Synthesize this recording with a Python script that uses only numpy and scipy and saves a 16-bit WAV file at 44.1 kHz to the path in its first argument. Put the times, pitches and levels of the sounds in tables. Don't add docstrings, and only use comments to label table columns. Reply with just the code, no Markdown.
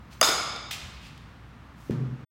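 import sys
import numpy as np
from scipy import signal
from scipy.fft import rfft, irfft, next_fast_len
from scipy.io import wavfile
from scipy.ndimage import map_coordinates

SR = 44100
rng = np.random.default_rng(int(sys.argv[2]) if len(sys.argv) > 2 else 0)


def dump_mix(stems):
    frames = np.atleast_2d(stems).T
    limited = np.clip(frames, -1, 1)
    pcm = np.round(limited * 32767).astype(np.int16)
    wavfile.write(sys.argv[1], SR, pcm)


N = 101429

HIT_S, CONTACT_S = 0.2126, 0.0013
HALL_DELAY_S, HALL_BUILD_S = 0.014, 0.003
# frequency in Hz, relative direct level in dB, T60 in seconds,
# level over the crack in the hall in dB, spread in the hall in Hz.
BAT_MODES = [(500, -13, .014, 0.5, 200), (649.5, -11, .016, 2.5, 240), (1212, -11.5, 0.016, 10, 120),
             (1406, -22, .022, 11.5, 62), (1852, -17, .014, -12, 72), (2230, -21.5, 0.012, 5.5, 120),
             (2935, -10, 0.0076, -9, 120), (3440, -30, 0.04, 8.5, 55), (3640, -28, 0.0067, 13.5, 40),
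             (4840, -18, 0.037, 9.5, 88), (5087, -26.5, 0.024, 14.5, 110), (6360, -9.5, 0.011, 6, 170),
             (6736, -20.5, 0.019, 10.5, 130), (7440, -22.5, .014, -4, 120), (9960, -15, .011, 0.5, 390)]


def bat():
    sound = amp(-14.5) * rng.standard_normal(N) * fall(since(0), t60=0.012)
    for hz, db, t60, _, _ in BAT_MODES:
        slowness = max(1, 2480 / hz)
        lag = 1.2 / hz
        envelope = swell(lag, CONTACT_S * slowness, 0, t60)
        sound += 2 * amp(db) * slowness ** .5 * np.sin(2 * np.pi * hz * since(lag)) * envelope
    return amp(2) * delayed(sound, HIT_S)


def ring_colour(hz):
    # frequency in Hz, level in dB.
    crack_spectrum = [(60, -41.5), (130, -27), (210, -5), (350, -2), (520, -2.5), (900, 2.5), (1700, -1.5),
                      (2600, -2), (3100, -3), (4300, 0), (5700, -4), (7500, -1.5), (9000, -8), (11500, -9),
                      (15500, -8.5)]
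    bands = sum(amp(db) ** 2 * np.exp(-((hz - centre) / spread) ** 2)
                for centre, _, _, db, spread in BAT_MODES)
    return amp(along(crack_spectrum, hz)) * np.sqrt(1 + bands)


def bat_in_hall():
    # delay in seconds, level in dB, T60 in seconds,
    # treble cutoff in Hz.
    reflections = [(.0135, -9, 0.021, 6510), (.0305, -19, 0.032, 12060), (.073, -17, 0.041, 7540),
                   (.111, -28.5, 0.025, 5500), (.346, -30.5, 0.035, 3980)]
    scatter = amp(-30) * shaped(ring_colour) * swell(HIT_S, CONTACT_S, 0, t60=0.32)
    echoes = np.zeros(N)
    for delay, db, t60, cutoff in reflections:
        dulled = shaped(lambda hz: ring_colour(hz) / np.hypot(1, (hz / cutoff) ** 2))
        echoes += amp(db) * dulled * swell(HIT_S + delay, rise=0.0035, hold=0.0035, t60=t60)
    tail = absorbed(shaped(ring_colour)) * (1 - np.exp(-since(0) / HALL_BUILD_S))
    return scatter + echoes + amp(-19) * delayed(tail, HIT_S + HALL_DELAY_S)


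def netting():
    # start in seconds, level in dB, rise, hold and T60 in seconds,
    # tilt in dB per octave.
    jerks = [(0.7076, -34.5, 0.002, 0.027, 0.15, 1), (1.005, -51.5, 0.022, 0.071, .15, -1)]
    # frequency in Hz, level in dB.
    spectrum = [(400, -17), (1500, -11.5), (2100, -4.5), (2900, 0.5), (4200, -3.5), (5500, -8.5),
                (7200, -11), (11000, -20), (15500, -21.5)]
    # start in seconds, level in dB.
    ticks = [(0.7126, -21), (1.178, -44)]
    rattle = bursts(jerks, spectrum)
    tick_envelope = sum(amp(db) * (since(s) > 0) * fall(since(s), t60=0.0055) for s, db in ticks)
    ticking = noise(spectrum) * tick_envelope
    grain = unit(amp(1.5 * wobble(700)))
    return with_hall(rattle * grain + ticking)


def wall():
    # frequency in Hz, level in dB.
    spectrum = [(25, -40), (48, 8), (64, 4), (78, -2), (95, -3), (124, -10), (150, -31), (185, -1),
                (260, -29), (500, -43.5)]
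    return amp(-42.5) * noise(spectrum) * swell(0.81, rise=0.01416, hold=0, t60=1.2)


def thud():
    # time in seconds, level in dB, frequency in Hz,
    # half width in seconds.
    pulses = [(1.8987, -15, 314, 0.0016), (1.9137, -17.5, 160, 0.0089)]
    # frequency in Hz, level in dB.
    spectrum = [(60, -57), (100, -6.5), (130, 2), (160, -1.5), (185, -11.5), (225, -0.5), (300, -12.5),
                (450, -18), (700, -31.5), (1500, -33.5), (4000, -63)]
    # frequency in Hz, level in dB, rise and T60 in seconds.
    room_modes = [(126.6, -21.5, .07, 1.03), (151, -28.5, 0.0033, 0.3)]
    t = since(0)
    push = sum(-amp(db) * np.cos(2 * np.pi * hz * (t - s)) * np.exp(-((t - s) / width) ** 2)
               for s, db, hz, width in pulses)
    push = signal.sosfilt(signal.butter(2, 90, "high", fs=SR, output="sos"), push)
    start = pulses[0][0] + 0.011
    boom = amp(-27.5) * delayed(absorbed(noise(spectrum)), start)
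    modes = sum(amp(db) * np.sin(2 * np.pi * hz * since(start)) * swell(start, rise, 0, t60)
                for hz, db, rise, t60 in room_modes)
    return push + boom + modes


def swishes():
    # start in seconds, level in dB, rise, hold and T60 in seconds,
    # tilt in dB per octave.
    strokes = [(.10, -50.5, .025, .035, .15, 1), (1.757, -62, .03, .12, 0.27, 5),
               (1.899, -48, .015, .025, 0.17, -3.3)]
    # frequency in Hz, level in dB.
    spectrum = [(300, -21.5), (1200, 5.5), (3000, 5), (6000, 0), (10000, -10), (15000, -12.5)]
    return with_hall(bursts(strokes, spectrum))


def ventilation():
    # frequency in Hz, level in dB.
    spectrum = [(20, -30), (32, -16.5), (47, -16), (60, -0.5), (75, -2.5), (100, -0.5), (135, 0.5),
                (190, -6.5), (240, -6), (330, -14), (420, -19), (700, -19), (1150, -15), (1900, -21.5),
                (3900, -32), (7000, -42), (11000, -49.5), (15500, -49)]
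    hum = amp(-55) * np.sqrt(2) * np.sin(2 * np.pi * 61 * since(0) + 0.9 * wobble(10))
    return hum + amp(-48.5 - 0.1 * wobble(9)) * noise(spectrum)


def with_hall(x):
    # frequency in Hz, level in dB.
    spectrum = [(300, 6.5), (1300, 1), (3300, -3.5), (6000, -0.5), (10000, -3), (15000, -5.5)]
    response = absorbed(noise(spectrum)) * (1 - np.exp(-since(0) / HALL_BUILD_S))
    diffuse = signal.fftconvolve(x, response / np.linalg.norm(response))[:N]
    return x + amp(-4) * delayed(diffuse, HALL_DELAY_S)


def absorbed(x):
    # frequency in Hz, T60 in seconds.
    decay_times = [(100, 1.1), (500, 1.077), (1300, 1.234), (3500, 1.31), (6500, 0.84), (10000, .64),
                   (15000, 0.33)]
    hz, t, spectra = signal.stft(x, SR, nperseg=256)
    decay = fall(t, along(decay_times, hz)[:, None])
    return signal.istft(spectra * decay, SR, nperseg=256)[1][:N]


def bursts(events, spectrum):
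    return sum(amp(db) * noise(spectrum, tilt_db) * swell(start, rise, hold, t60)
               for start, db, rise, hold, t60, tilt_db in events)


def noise(spectrum, tilt_db=0):
    return shaped(lambda hz: amp(along(spectrum, hz) + tilt_db * np.log2(hz + 1)))


def shaped(gain):
    size = next_fast_len(N)
    white = rfft(rng.standard_normal(size))
    return unit(irfft(white * gain(np.fft.rfftfreq(size, 1 / SR)), size)[:N])


def amp(db):
    return 10 ** (np.asarray(db) / 20)


def unit(x):
    return x / np.sqrt(np.mean(x ** 2) + 1e-20)


def along(points, hz):
    frequencies, values = np.transpose(points)
    return np.interp(np.log(hz + 1), np.log(frequencies + 1), values)


def since(start):
    return np.maximum(np.arange(N) / SR - start, 0)


def fall(t, t60):
    return np.exp(-np.log(1000) * t / t60)


def swell(start, rise, hold, t60):
    return (1 - np.exp(-since(start) / rise)) * fall(since(start + hold), t60)


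def delayed(x, s):
    return np.pad(x, (max(round(s * SR), 0), 0))[:N]


def wobble(rate):
    return map_coordinates(rng.standard_normal(N // 8), [np.arange(N) * rate / SR], mode="wrap")


def scene():
    return (bat() + bat_in_hall() + netting() + wall() + swishes() + thud() + ventilation())[None]


def record(dry):
    ceiling, knee = 0.72, 4.6
    end_s, fade_s, top_hz = 2.25, 0.011, 15850
    sound = dry / (1 + np.abs(dry / ceiling) ** knee) ** (1 / knee)
    sound *= np.clip((end_s - since(0)) / fade_s, 0, 1)
    size = next_fast_len(N + SR // 2)
    passband = np.fft.rfftfreq(size, 1 / SR) < top_hz
    return irfft(rfft(sound, size) * passband, size)[:, :N]


dry = scene()
out = record(dry)
dump_mix(out)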